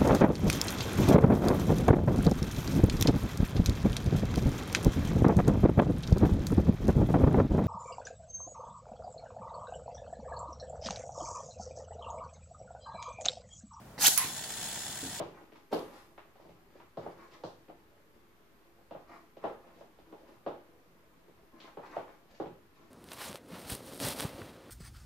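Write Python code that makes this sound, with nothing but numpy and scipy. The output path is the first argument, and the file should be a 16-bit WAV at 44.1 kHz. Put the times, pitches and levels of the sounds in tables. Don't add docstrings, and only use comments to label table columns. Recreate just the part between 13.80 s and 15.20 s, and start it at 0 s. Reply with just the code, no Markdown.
import sys
import numpy as np
from scipy import signal
from scipy.fft import rfft, irfft, next_fast_len
from scipy.io import wavfile

SR = 44100
rng = np.random.default_rng(int(sys.argv[2]) if len(sys.argv) > 2 else 0)


def wav_record(signal):
    frames = np.transpose(np.atleast_2d(signal))
    bounded = np.clip(frames, -1, 1)
    quanta = np.round(bounded * 32767).astype(np.int16)
    wavfile.write(sys.argv[1], SR, quanta)


N = 61739
T = np.arange(N) / SR

# pitch_hz, level_db
RUMBLE_TONE = [(22, -39), (42, -0.5), (65, -5), (120, 2.5), (195, 3), (270, -4), (450, -7.5), (700, -7.5),
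               (1500, -15.5), (4000, -36.5)]
HISS_TONE = [(100, -16.5), (600, -5), (1500, -12), (4000, -17.5), (15000, -22.5)]
SPIN_TONE = [(100, -30.5), (300, -7.5), (500, -6.5), (800, 5), (1150, -7.5), (1700, 1), (2600, -2),
             (3500, 0.5), (4800, -2), (5700, -3), (7200, -1.5), (8400, 2), (9300, -3), (10100, -2.5),
             (10800, -4), (13000, -9.5), (15500, -7.5)]
CLICK_TONE = [(300, -28), (1000, -14), (2400, -6), (3600, -16), (5600, -4), (8000, -3), (10300, 4),
              (12000, -6), (15500, -3)]
CLATTER_TONE = [(300, -25), (750, -5.5), (1030, 10), (1400, 1), (2200, 7), (3200, -2), (4200, 1.5),
                (7000, -5.5), (14000, -14.5)]
SLACK_TONE = [(80, -14), (220, 3), (450, -4.5), (850, -2), (1300, -11), (2000, -4.5), (3000, -23.5),
              (4600, -7.5), (7000, -34.5), (15000, -34)]
SKID_TONE = [(2000, -67), (6000, 19.5), (10000, 19.5), (13300, 18), (16000, 3.5)]
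ZIP_TONE = [(50, -14), (100, -7.5), (200, -6.5), (330, -22), (560, -14), (760, 3), (900, 1.5), (1110, -9.5),
            (1400, 1), (2300, -3.5), (2750, 2), (3500, -3), (4370, 4.5), (5800, 4.5), (8900, -1),
            (10100, -0.5), (12000, -3), (13300, 2.5), (15500, -10.5)]

# pitch_hz, level_db, ring_s
AXLE_NOTES = [(778, -5, 0.042), (925.7, 1.5, 0.0202), (1575.6, 3, 0.075), (1937.5, 5, 0.00934),
              (3500, 4, 0.075), (4481, 1, 0.039), (5224, 4.5, 0.0424), (6952, 4, 0.054),
              (7484, 9.5, 0.00667), (7945, 1.5, 0.035), (10061, 5, 0.028)]
GEAR_NOTES = [(2740, -4, .04), (3263, -2, .07), (3937, 0, .07), (4283, -1, .06), (4616, -5, .06),
              (4974, -4, .04), (5829, -1, .05), (6615, -2, .04), (10785, -6, .05), (13306, -4, .04)]
# pitch_hz, level_db, ring_s
LINGERING_RING = [(1044, -10, .45), (10235, -1, .33), (10280, 0, .28), (10372, 1, .32), (10668, -1, .32),
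                  (10790, -10, .32), (11320, -10, .32)]

# start_s, level_db, pitch_hz, fade_s
HAND_BUMPS = [(.245, -45, 165, 0.012), (0.276, -35, 321, 0.0085), (.44, -43.5, 126.1, 0.0219),
              (0.443, -48, 267.6, 0.053), (1.092, -44, 109, 0.014), (1.229, -47, 278, 0.063),
              (1.234, -54, 91.94, 0.253)]
# start_s, level_db
FRAME_KNOCKS = [(1.229, -37), (1.2585, -43)]
# start_s, level_db, pitch_hz
TOOTH_CATCHES = [(.5655, -32.5, 6790), (.583, -43.5, 7420), (.607, -51.5, 7100), (.64, -34, 4547),
                 (.697, -45.5, 7000), (.7015, -37, 7000), (0.741, -36, 7103), (0.7757, -35, 3535),
                 (.808, -59, 3500), (0.9005, -57.5, 7160), (.9615, -38.5, 3573), (.979, -49.5, 3562),
                 (1.039, -43.5, 3570), (1.1015, -38, 3560), (1.386, -36.5, 4729)]
# time_s, turns_per_s, level_db
WHEEL_SPIN = [(.28, 66, -82.5), (.288, 66, -42.5), (.308, 66, -36.5), (.36, 66, -44.5), (.45, 65.5, -43),
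              (.53, 65.2, -45), (.575, 68.34, -41.5), (.66, 57.7, -42.5), (.71, 65, -42),
              (.92, 70.13, -41.5), (1.07, 63.33, -42), (1.16, 64.7, -42), (1.4, 62.76, -43)]
# start_s, level_db, fade_s
CORD_HITS = [(.3765, -14.5, .0004), (.3771, -12, .0007), (.3842, -29, .003)]
# time_s, pitch_hz, level_db
CORD_CHIRP = [(.243, 2069, -69.5), (.256, 2702, -25.5), (.263, 3396, -25.5), (.269, 4359, -17.5),
              (.279, 5580, -57.5)]
# start_s, length_s, level_db
TOOTH_SKIDS = [(.209, .022, -37), (.2655, .007, -20), (.279, .004, -20.5)]
# time_s, teeth_per_s, level_db
CORD_PULL = [(.176, 160.6, -74.5), (.183, 250, -44.5), (.205, 401, -30.5), (.215, 531.5, -25),
             (.239, 572, -19.5), (.246, 730, -20.5), (.256, 760, -19.5), (.268, 890, -17.5),
             (.281, 910, -23), (.285, 1072.5, -21)]

ECHO_S = .003
ZIP_PAN_DB, SPIN_PAN_DB = -.6, .06


def from_db(db):
    return 10 ** (np.asarray(db) / 20)


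def rms_one(x):
    return x / np.sqrt(np.mean(x ** 2) + 1e-20)


def in_time(rows):
    times, *columns = np.transpose(rows)
    return [np.interp(T, times, column) for column in columns]


def fade(start_s, fade_s):
    return (T >= start_s) * np.exp(-np.maximum(T - start_s, 0) / fade_s)


def blow(start_s):
    return 1. * (np.arange(N) == int(start_s * SR))


def let_through(x, kind, hz, order=2):
    return signal.sosfilt(signal.butter(order, hz, kind, fs=SR, output="sos"), x)


def colour(x, tone):
    size = 2 * next_fast_len(N)
    hz, db = np.transpose(tone)
    grid_hz = np.maximum(np.arange(size // 2 + 1) * SR / size, 1)
    gain = rms_one(from_db(np.interp(np.log(grid_hz), np.log(hz), db)))
    fold = np.r_[1, np.full(size // 2 - 1, 2), 1, np.zeros(size // 2 - 1)]
    response = np.exp(rfft(irfft(np.log(gain)) * fold))
    return irfft(rfft(x, size) * response)[..., :N]


def ring(x, hz, ring_s):
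    shrink = np.exp(-np.log(1000) / (ring_s * SR))
    angle = 2 * np.pi * hz / SR
    return signal.lfilter([0, np.sin(angle)], [1, -2 * shrink * np.cos(angle), shrink ** 2], x + 1e-18)


def tooth_hits(teeth_per_s, jitter, spread_db, scrape_s, snap):
    passed = np.cumsum(teeth_per_s) / SR
    teeth = np.arange(1, int(passed[-1]))
    timing, strength = rng.standard_normal((2048, 2))[:len(teeth)].T
    at = np.interp(teeth + jitter * timing, passed, np.arange(N)).astype(int)
    hits = np.zeros(N)
    hits[at] = from_db(spread_db * np.clip(strength, -2, 2))
    scrapes = signal.lfilter([1], [1, -np.exp(-1 / (scrape_s * SR))], hits) * rng.standard_normal(N)
    snaps = hits - hits[at].mean() * teeth_per_s / SR
    return rms_one(scrapes + snap * snaps)


def in_room(x, pan_db, room_db=-4.5):
    delay_s, low_ring_s, treble_ring_s = .0052, .1414, .572
    noise = rng.standard_normal((3, N))
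    early = rms_one(noise[2] * fade(ECHO_S / 10, ECHO_S)) / np.sqrt(N)
    early = let_through(early, "high", hz=2400, order=1)
    air = let_through(noise[:2], "high", hz=600, order=1)
    low = let_through(air, "low", hz=7000)
    tail = low * fade(delay_s, low_ring_s / np.log(1000))
    tail += (air - low) * fade(delay_s, treble_ring_s / np.log(1000))
    near = x + from_db(-1.2) * signal.fftconvolve(x, early)[:N] * [[1], [-1]]
    far = signal.fftconvolve(x[None], rms_one(tail) / np.sqrt(N), axes=1)[:, :N]
    return near * from_db([[pan_db], [-pan_db]]) + from_db(room_db) * far


def background():
    rumble = from_db(-52.5) * colour(rng.standard_normal(N), RUMBLE_TONE)
    hiss = from_db(-59) * colour(rng.standard_normal((2, N)), HISS_TONE)
    return rumble + hiss


def hand_bumps():
    out = np.zeros(N)
    for start_s, db, hz, fade_s in HAND_BUMPS:
        shape = fade(start_s, fade_s)
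        thud = let_through(shape * rng.standard_normal(N), "band", [hz / 1.682, hz * 1.682])
        out += from_db(db) * np.sqrt(np.mean(shape ** 2)) * rms_one(thud)
    return out


def frame_knocks():
    taps = sum(from_db(db) * blow(start_s) for start_s, db in FRAME_KNOCKS)
    return ring(taps, hz=272, ring_s=.16)


def catching_teeth():
    out = np.zeros(N)
    for start_s, db, hz in TOOTH_CATCHES:
        burst = from_db(db) * fade(start_s, fade_s=.00078) * rng.standard_normal(N)
        note = burst.std() * rms_one(ring(burst, hz, ring_s=.031))
        out += colour(burst, SPIN_TONE) + note
    return in_room(out, SPIN_PAN_DB)


def spinning_wheel():
    gear_teeth, wobble_db = 12, 2.6
    turns_per_s, spin_db = in_time(WHEEL_SPIN)
    wobble = np.sin(2 * np.pi * np.cumsum(turns_per_s) / SR)
    force = from_db(spin_db + wobble_db * wobble) * (T > WHEEL_SPIN[0][0])

    def chatter():
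        hits = tooth_hits(turns_per_s * gear_teeth, jitter=.25, spread_db=3.3, scrape_s=.0011, snap=1.8)
        return force * hits

    teeth = chatter()
    notes = sum(from_db(db) * rms_one(ring(teeth + chatter(), hz, ring_s))
                for hz, db, ring_s in AXLE_NOTES)
    axle = from_db(-6) * teeth.std() * rms_one(notes)
    return in_room(from_db(-2.5) * colour(teeth, SPIN_TONE) + axle, SPIN_PAN_DB)


def hollow_clatter():
    start_s = .3634
    swell = fade(start_s, fade_s=.0456) - fade(start_s, fade_s=.0218)
    return from_db(-25) * colour(swell * rng.standard_normal(N), CLATTER_TONE)


def cord_click():
    pan_db = -6
    hit_s, rebound_s = CORD_HITS[1][0], CORD_HITS[2][0]
    shape = sum(from_db(db) * fade(start_s, fade_s) for start_s, db, fade_s in CORD_HITS)
    crack = colour(shape * rng.standard_normal(N), CLICK_TONE)
    taps = blow(hit_s) + from_db(-14) * blow(rebound_s)
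    ping = from_db(-18.5) * ring(taps, hz=10400, ring_s=.04)
    ears = from_db([[pan_db], [-pan_db]]) * [[-1], [1]]
    lingering = np.zeros((2, N))
    for ear in lingering:
        for hz, db, ring_s in LINGERING_RING:
            ear += from_db(db - 29.5) * ring(blow(hit_s + ECHO_S * rng.random()), hz, ring_s)
    clatter = hollow_clatter()
    click = in_room(crack, pan_db, room_db=-10) + ping * ears + lingering
    return click + in_room(clatter, pan_db=-1.5, room_db=-10)


def slack_scrape():
    scrape = fade(start_s=.179, fade_s=.07) * rng.standard_normal(N)
    return in_room(from_db(-42.5) * colour(scrape, SLACK_TONE), ZIP_PAN_DB)


def cord_end():
    hz, db = in_time(CORD_CHIRP)
    flutter, grit = let_through(rng.standard_normal((2, N)), "low", hz=320)
    angle = 2 * np.pi * np.cumsum(hz) / SR
    note = (1 + .5 * rms_one(flutter)) * np.sin(angle) + .5 * rms_one(grit) * np.cos(angle)
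    return from_db(db) * (T > CORD_CHIRP[0][0]) * (T < CORD_CHIRP[-1][0]) * rms_one(note)


def cord_zip():
    teeth_per_s, pull_db = in_time(CORD_PULL)
    force = from_db(pull_db) * (T > CORD_PULL[0][0]) * (T < CORD_PULL[-1][0])
    teeth = force * tooth_hits(teeth_per_s, jitter=.04, spread_db=2, scrape_s=.0012, snap=3)
    rasp = from_db(-1.5) * colour(teeth, ZIP_TONE)
    notes = sum(from_db(db) * rms_one(ring(teeth, hz, ring_s)) for hz, db, ring_s in GEAR_NOTES)
    gears = from_db(-12) * teeth.std() * rms_one(notes)
    skidding = sum(from_db(db) * (T > start_s) * (T < start_s + length_s)
                   for start_s, length_s, db in TOOTH_SKIDS)
    skids = colour(skidding * rng.standard_normal(N), SKID_TONE)
    return in_room(rasp + gears + skids + cord_end(), ZIP_PAN_DB)


def scene():
    toy = slack_scrape() + cord_zip() + spinning_wheel() + catching_teeth() + cord_click()
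    return toy + hand_bumps() + frame_knocks() + background()


def record(dry):
    cutoff_hz = 15800
    return signal.sosfilt(signal.ellip(12, .1, 80, cutoff_hz, fs=SR, output="sos"), dry)


dry = scene()
out = record(dry)
wav_record(out)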